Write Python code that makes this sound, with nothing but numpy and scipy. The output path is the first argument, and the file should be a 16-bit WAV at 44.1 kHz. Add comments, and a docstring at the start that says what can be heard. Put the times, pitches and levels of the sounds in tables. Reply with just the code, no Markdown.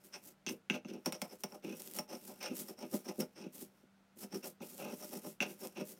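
"""Small kitchen, one microphone close to a shallow stone mortar of garlic and peppercorns on the table.
In the first second the stone pestle knocks and chatters; in the next, corns crack under its tip.
It grinds on in short strokes: grit rings the pestle, wet garlic crackles, the mortar rumbles and rocks.
Near the end comes one more hard knock. A faint appliance hum lies under it all."""
import sys
import numpy as np
from scipy import signal
from scipy.fft import rfft, irfft
from scipy.io import wavfile
from scipy.ndimage import map_coordinates

SR = 44100
rng = np.random.default_rng(int(sys.argv[2]) if len(sys.argv) > 2 else 0)


def to_wav(sig):
    """Store sig (one row per channel, or 1-D mono) as 16-bit WAV at the path in sys.argv[1].

    Samples outside -1..1 are clipped; the rate is SR.
    """
    pcm = np.clip(np.atleast_2d(sig), -1, 1) * 32767
    pcm = np.round(pcm).astype(np.int16)
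    wavfile.write(sys.argv[1], SR, pcm.T)  # frames by channels


N = 264159
TIME = np.arange(N) / SR

# modes of the mortar on its stand and table: f/Hz, width/Hz, level/dB
MORTAR_MODES = [(159.5, 19, -6.5), (196.2, 22.2, 1), (256.8, 29.2, 2.5), (323.6, 30, -1.5), (370.4, 38, 0),
                (461, 16, -4), (512.7, 30, -5.5), (604, 25, -3), (713.6, 28.6, -10), (832, 50, -9),
                (1014, 90, -18.5), (1298, 110, -20)]
# bending modes of the pestle, met on its flank: f/Hz, width/Hz, level/dB
FLANK_MODES = [(1558, 110, -5), (2086, 200, -5), (2651, 192, 9.5), (2784, 172, 9.5), (3420, 450, -7.5),
               (6090, 316, -5.5), (6040, 750, -21), (9960, 660, -44), (13600, 300, -33)]
# modes of the pestle, pressed on its tip: f/Hz, width/Hz, level/dB
TIP_MODES = [(1360, 1740, -11.5), (2790, 970, -9.5), (5144, 283, -4.5), (5515, 92, 4.5), (6080, 206, -6),
             (8690, 195, -9), (13570, 750, -26)]
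# spectrum of crushed garlic: f/Hz, level/dB
GARLIC_SPECTRUM = [(300, -13.5), (1800, -8.5), (4000, -4.5), (6500, -0.5), (9000, 2), (12000, 2.5),
                   (14500, 4.5), (16000, -7)]
def grinding():
    """Slips make the mortar judder, hard grains ring its upper modes and the pestle, garlic cells burst."""
    stroke_gains = np.sqrt(creep() + pushes() + drags() + squashes())  # zero with the pestle lifted
    catch_and_slip = flutter(rate_hz=150, depth_db=3)
    judder, scrape, rub, grit, crackle = stroke_gains * catch_and_slip
    mortar_low = cut(ring(MORTAR_MODES), "low", 450, order=4)
    mortar_high = cut(ring(MORTAR_MODES), "high", 480, order=4)
    pressed_flank = ring(FLANK_MODES, damping=2.2)  # pressure damps the pestle
    mortar = rubbed(judder * from_db(-1.5) * grains(per_s=1500, spread_db=0.5), mortar_low)
    mortar += rubbed(scrape * from_db(-2.5) * grains(per_s=3000, spread_db=-1), mortar_high)
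    flank = rubbed(rub * from_db(-1) * grains(per_s=3000, spread_db=2), pressed_flank)
    tip = grit * from_db(0.5) * wander(rubbed(grains(per_s=2800, spread_db=3), ring(TIP_MODES)))
    garlic = rubbed(crackle * from_db(1) * grains(per_s=4500, spread_db=3.5), colour(GARLIC_SPECTRUM))
    return mortar + flank + tip + garlic


# strokes of the tip: t/s, length/s, scrape level/dB, grit/dB re scrape, judder/dB re scrape
TIP_PUSHES = [(0.121, 0.034, -58.5, 11, -3), (0.461, 0.031, -56, 9, 9), (1.045, .03, -37, -8, -6),
              (1.126, 0.026, -48, -2, -11), (1.222, 0.034, -49, -12, -2), (1.287, 0.043, -52.5, -6, 1),
              (1.506, 0.048, -51.5, -12, -4), (1.943, 0.054, -48.5, -14, -24),
              (2.075, 0.078, -48.5, -6, -1.5), (2.265, 0.04, -49, -17, -6), (2.404, 0.061, -49.5, 3.5, -9),
              (2.672, 0.022, -45, -5, 2), (2.76, 0.081, -55.5, -5.5, 2), (2.913, .03, -42.5, -13, 8),
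              (3.042, 0.051, -47, -3.5, 4), (3.189, 0.032, -41.5, -4.5, 2.5), (3.344, 0.077, -60, 1.5, 8),
              (4.208, 0.028, -50.5, -3, 3), (4.303, 0.057, -52.5, -1.5, 10.5),
              (4.416, 0.046, -50.5, -6.5, -14), (4.897, 0.029, -47.5, -1.5, 4), (4.987, 0.053, -55, -3, -6),
              (5.098, 0.073, -51.5, -5, 4.5), (5.227, 0.037, -49.5, -12, 7), (5.591, 0.063, -52, -5.5, 2),
              (5.786, 0.026, -42.5, -8.5, -0.5)]
def pushes():
    """The tip scrapes the mortar and rolls over grit."""
    start, length, db, grit_db, judder_db = np.transpose(TIP_PUSHES)
    return swells(start, length, attack_s=0.036, release_s=0.01,
                  judder=db + judder_db, scrape=db, rub=db - 32, grit=db + grit_db, crackle=db - 15.5)


# strokes of the flank: t/s, length/s, rub level/dB, scrape/dB re rub, judder/dB re rub
FLANK_DRAGS = [(0.137, 0.034, -60, 4.5, 0), (.49, 0.054, -68, 0, 19.5), (0.713, 0.046, -49, 1.5, 4),
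               (0.866, 0.037, -58.5, -8, 11), (0.916, 0.058, -64.5, 6.5, 18), (1.621, 0.12, -59, 2, 12.5),
               (2.4, 0.077, -50.5, -1.5, -14), (2.48, 0.059, -60.5, 4.5, 19), (2.808, 0.033, -58, 11, 14.5),
               (3.088, 0.02, -57.5, 11, 2), (3.386, 0.087, -64.5, 0.5, 14), (4.418, 0.026, -57.5, 5, 2),
               (4.597, 0.037, -59.5, 6, 5.5), (4.778, 0.127, -56, 10, 8.5), (5.409, 0.015, -34.5, 1, -18),
               (5.43, 0.078, -57.5, 0.5, 7), (5.749, 0.068, -54.5, 4, 11)]
def drags():
    """The flank rubs over bare stone and sets the pestle ringing."""
    start, length, db, scrape_db, judder_db = np.transpose(FLANK_DRAGS)
    return swells(start, length, attack_s=0.021, release_s=0.012,
                  judder=db + judder_db, scrape=db + scrape_db, rub=db, grit=db - 12, crackle=db - 15)


# strokes into garlic: t/s, length/s, crackle level/dB
GARLIC_SQUASHES = [(0.034, 0.021, -53), (.145, 0.031, -62.5), (0.213, 0.076, -61), (0.48, .018, -46.5),
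                   (1.306, .025, -58), (1.371, 0.042, -64.5), (1.733, 0.18, -56.5), (1.928, 0.039, -44.5),
                   (2.086, 0.15, -65.5), (2.216, 0.082, -56.5), (2.528, 0.085, -46.5), (2.647, 0.048, -55),
                   (2.893, 0.074, -52), (2.963, 0.028, -62), (3.019, 0.1, -64), (3.168, 0.037, -47.5),
                   (3.519, .11, -54), (4.157, 0.078, -55.5), (4.328, 0.047, -57), (4.426, 0.047, -48.5),
                   (4.603, 0.24, -58), (4.86, 0.29, -58.5), (5.097, 0.081, -55), (5.202, 0.11, -56),
                   (5.449, 0.07, -56), (5.57, 0.087, -56.5), (5.832, .095, -57)]
def squashes():
    """Garlic crackles and cushions the stone."""
    start, length, db = np.transpose(GARLIC_SQUASHES)
    return swells(start, length, attack_s=0.045, release_s=0.019,
                  judder=db - 2, scrape=db - 12, rub=db - 40, grit=db - 30, crackle=db)


# the pestle rests on the spices: t/s, length/s, level/dB
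RESTING_CONTACTS = [(0, .3, -77), (.85, .19, -80), (1.08, .27, -70), (1.46, .12, -71), (1.635, .4, -67),
                    (2.09, .64, -69), (2.8, .38, -70), (3.27, .56, -83), (4.165, .34, -76), (4.62, .7, -70),
                    (5.44, .54, -72)]
def creep():
    """Light, creeping contact stirs every grinding layer faintly."""
    start, length, db = np.transpose(RESTING_CONTACTS)
    return swells(start, length, attack_s=0.004, release_s=0.016,
                  judder=db + 3.5, scrape=db, rub=db - 9, grit=db - 4, crackle=db - 0.5)


# peppercorns burst under the tip: t/s, level/dB, mortar jolt/dB
CORN_CRACKS = [(0.132, -51, -62), (0.9358, -41.5, -54), (1.0592, -18, -27), (1.1234, -23, -35),
               (1.217, -20, -29), (1.436, -21, -29), (1.5215, -42.5, -41.5), (1.9869, -21.5, -28.5),
               (2.428, -28, -47), (2.79, -39, -66), (3.072, -53, -50), (3.2021, -26, -40),
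               (4.3275, -41, -50), (4.3442, -34.5, -52), (4.441, -38, -55), (5.245, -43, -39)]
# spectrum of a brittle burst: f/Hz, level/dB
BURST_SPECTRUM = [(70, -41), (250, -70), (700, -0.5), (1800, -22), (4000, 7), (6500, 11.5), (11000, 4),
                  (16000, 10)]
def cracks(split_s=0.005, split_loss_db=7):
    """A corn gives way, its halves break just after, and the tip rings as it drops onto the stone."""
    times, db, _ = np.transpose(CORN_CRACKS)
    force = blows(np.r_[times, times + split_s], np.r_[db, db - split_loss_db],
                  crumble_db=-8.5, crumble_s=0.0021)
    burst = from_db(-11.5) * through(force, colour(BURST_SPECTRUM))
    tip = from_db(-14.5) * through(force, ring(TIP_MODES))
    return burst + tip


# stone meets stone: t/s, level/dB, upper modes/dB re level, mortar jolt/dB
STONE_KNOCKS = [(0.4648, -26.5, -9.5, -29.5), (0.4873, -29, -13, -35), (0.6988, -18.5, -21.5, -22.5),
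                (0.7419, -33.5, -17, -35), (0.8478, -43.5, -15, -31.5), (4.6042, -52, -10.5, -32.5),
                (5.404, -19.5, -18, -28), (5.4232, -26.5, -18, -43), (5.77, -43, -26, -52)]
def knocks(bounces=4, gap_s=0.0058, loss_db=8, brighter_db=5):
    """The pestle clinks, bounces unevenly, each time weaker and brighter, and crushes a little dust."""
    gaps = gap_s * np.exp(0.22 * rng.standard_normal((len(STONE_KNOCKS), bounces)))
    touches = [(start + gap[:k].sum(), db - k * loss_db, upper_db + k * brighter_db)
               for (start, db, upper_db, _), gap in zip(STONE_KNOCKS, gaps) for k in range(bounces)]
    times, db, _ = np.transpose(touches)
    dust = through(blows(times, db, crumble_db=-0.5, crumble_s=0.006), colour(BURST_SPECTRUM))
    clinks = strike(touches, FLANK_MODES, split_hz=4600, low_db=2, high_db=20)
    return clinks + from_db(-26.5) * cut(dust, "low", 4400, order=1)


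# the toughest garlic fibres break: t/s, level/dB
FIBRE_SNAPS = [(.2393, -37), (1.8202, -23), (1.8755, -24), (1.913, -28), (1.937, -25), (2.569, -21.5),
               (3.159, -40), (4.7805, -28), (5.6723, -23)]
def snaps():
    """Single dry ticks from the garlic, too light to ring the stone."""
    times, db = np.transpose(FIBRE_SNAPS)
    return through(blows(times, db, crumble_db=-19, crumble_s=0.0007), colour(GARLIC_SPECTRUM))


# the mortar tips under pressure and drops back on the table: t/s, level/dB
MORTAR_DROPS = [(0.505, -32), (0.768, -45), (0.908, -33.5), (0.949, -36), (1.068, -27), (1.64, -35),
                (2.503, -64), (2.937, -25), (3.183, -28), (3.197, -22), (3.459, -34.5), (3.62, -40.5),
                (3.832, -53), (4.165, -48), (4.929, -33.5), (5.811, -28)]
def thumps(lag_s=0.001894):
    """The mortar rings low as it rocks, and just after every knock and crack."""
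    jolts = [(start, db, -29) for start, db in MORTAR_DROPS]  # t/s, level/dB, upper modes/dB re level
    jolts += [(start + lag_s, db, -14) for start, _, _, db in STONE_KNOCKS]
    jolts += [(start + lag_s, db, -7) for start, _, db in CORN_CRACKS]
    return strike(jolts, MORTAR_MODES, split_hz=383, low_db=1.5, high_db=10)


# decay of the kitchen: f/Hz, T60/s
KITCHEN_DECAY = [(150, 0.053), (600, 0.17), (2500, 0.14), (6000, 0.093), (15000, 0.091)]
# reflections off nearby surfaces: delay/s, level/dB
NEAR_ECHOES = [(.0021, -27.5), (.0056, -17.5), (.0098, -22)]
def kitchen(direct, tail_db, size=22050):
    """The microphone hears the direct sound, close echoes and a diffuse tail that dies band by band."""
    t, tail = TIME[:size], np.zeros(size)
    edges_hz = np.geomspace(100, 17000, 9)
    for low, high in zip(edges_hz, edges_hz[1:]):
        band = cut(rng.standard_normal(size), "band", [low, high])
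        t60 = at_hz(KITCHEN_DECAY, np.sqrt(low * high))
        tail += band * np.exp(-np.log(1000) * t / t60)
    tail *= 1 - np.exp(-t / 0.0048)  # the tail builds up
    response = from_db(tail_db) * tail / np.linalg.norm(tail)
    for delay, db in NEAR_ECHOES:
        response[int(delay * SR)] += from_db(db)
    return direct + through(direct, response)


# spectrum of the kitchen's still air: f/Hz, level/dB
AIR_SPECTRUM = [(15, -60.5), (25, -17), (53, -24), (161, -8.5), (200, -11), (363, -18), (659, -17),
                (1190, -23.5), (1370, -18.5), (1740, -25), (2050, -24), (2220, -26), (16000, -43)]
def room_tone(hum_hz=195):
    """Still air and a wavering appliance hum, far below the pestle in level."""
    air = from_db(-72) * rms_one(through(rng.standard_normal(N), colour(AIR_SPECTRUM)))
    hum = from_db(-72.5) * np.sqrt(2) * np.sin(2 * np.pi * hum_hz * TIME)
    return air + hum * flutter(rate_hz=14, depth_db=2.5)


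def swells(starts, lengths, attack_s, release_s, judder, scrape, rub, grit, crackle):
    """Power of the five grinding layers, given in dB per stroke: pressure builds, then dies away."""
    stroke_gains = from_db([judder, scrape, rub, grit, crackle]).T
    power = np.zeros((5, N))
    for start, length, gains in zip(starts, lengths, stroke_gains):
        span = slice(max(int(start * SR), 0), int((start + length + 8 * release_s) * SR))
        t = TIME[span] - start
        pressure = np.clip(t / attack_s, 0, 1) * np.exp(-np.maximum(t - length, 0) / release_s)
        power[:, span] += np.outer(gains, pressure) ** 2
    return power


def grains(per_s, spread_db):
    """Tiny contacts of random time and size; rms 1."""
    sizes = from_db(spread_db * np.minimum(rng.exponential(1, N), 4)) * rng.choice([-1, 1], N)
    return rms_one(sizes * (rng.random(N) < per_s / SR))


def rubbed(force, body):
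    """A body driven by dense contacts, at the level of the force."""
    return through(force, body / np.linalg.norm(body))


def wander(x):
    """The resonances shift a little as the contact stiffens and eases."""
    speed = flutter(rate_hz=8, depth_db=0.13)
    return map_coordinates(x, [np.cumsum(speed) % N])


def flutter(rate_hz, depth_db):
    """A factor that wavers randomly around 1."""
    steps = rng.standard_normal(N // 20)
    return from_db(depth_db * np.interp(TIME * rate_hz, np.arange(len(steps)), steps))


def blows(times, levels_db, crumble_db, crumble_s, size=2048):
    """Force of each blow: one sharp pulse, then a dying spray of smaller contacts."""
    force = np.zeros(N + size)
    sprays = rng.standard_normal((len(times), size)) * np.exp(-TIME[:size] / crumble_s)
    sprays *= from_db(crumble_db)
    sprays[:, 0] = 1
    for time, gain, spray in zip(times, from_db(levels_db), sprays):
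        start = int(time * SR)
        force[start:start + size] += gain * spray
    return force[:N]


def strike(hits, modes, split_hz, low_db, high_db):
    """Blows on a body; the harder the contact, the more the modes above the split ring."""
    times, db, upper_db = np.transpose(hits)
    soft = blows(times, db + low_db, crumble_db=-35, crumble_s=0.004)
    hard = blows(times, db + upper_db + high_db, crumble_db=-32, crumble_s=0.004)
    body = ring(modes)
    return through(soft, cut(body, "low", split_hz)) + through(hard, cut(body, "high", split_hz))


def ring(modes, damping=1, size=8192):
    """Impulse response of a body: damped sines of alternating sign, peak 1."""
    t, body = TIME[:size], np.zeros(size)
    for k, (hz, width, db) in enumerate(modes):
        envelope = from_db(db) * width * np.exp(-np.pi * damping * width * t)
        body += (-1) ** k * envelope * np.sin(2 * np.pi * hz * t)
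    body = cut(body, "high", 135, order=3)  # small bodies radiate no deep bass
    return body / np.abs(body).max()


def colour(spectrum, size=4096):
    """Causal (minimum-phase) impulse response with the given spectrum."""
    gains = from_db(at_hz(spectrum, np.fft.rfftfreq(size, 1 / SR)))
    cepstrum = irfft(np.log(gains))
    cepstrum[1:size // 2] *= 2
    cepstrum[size // 2 + 1:] = 0
    return irfft(np.exp(rfft(cepstrum)))


def through(x, response):
    """Pass a sound through an impulse response."""
    return signal.fftconvolve(x, response)[:N]


def cut(x, kind, hz, order=2):
    """Low-pass, high-pass or band-pass."""
    return signal.sosfilt(signal.butter(order, hz, kind, fs=SR, output="sos"), x)


def at_hz(points, hz):
    """Read a table on a log-frequency axis."""
    f, value = np.transpose(points)
    return np.interp(np.log(np.maximum(hz, 1)), np.log(f), value)


def from_db(db):
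    """Decibels to gain."""
    return 10 ** (np.asarray(db) / 20)


def rms_one(x):
    """Scale to unit rms."""
    return x / np.sqrt(np.mean(x ** 2) + 1e-20)


def scene():
    """Pestle and mortar close to one microphone, the kitchen behind them."""
    work = grinding() + knocks() + cracks() + snaps() + thumps()
    return (kitchen(work, tail_db=-11) + room_tone())[None]


def record(dry):
    """The microphone signal is cut steeply above 16 kHz."""
    return signal.sosfilt(signal.ellip(10, 0.2, 70, 16000, fs=SR, output="sos"), dry)


dry = scene()
out = record(dry)
to_wav(out)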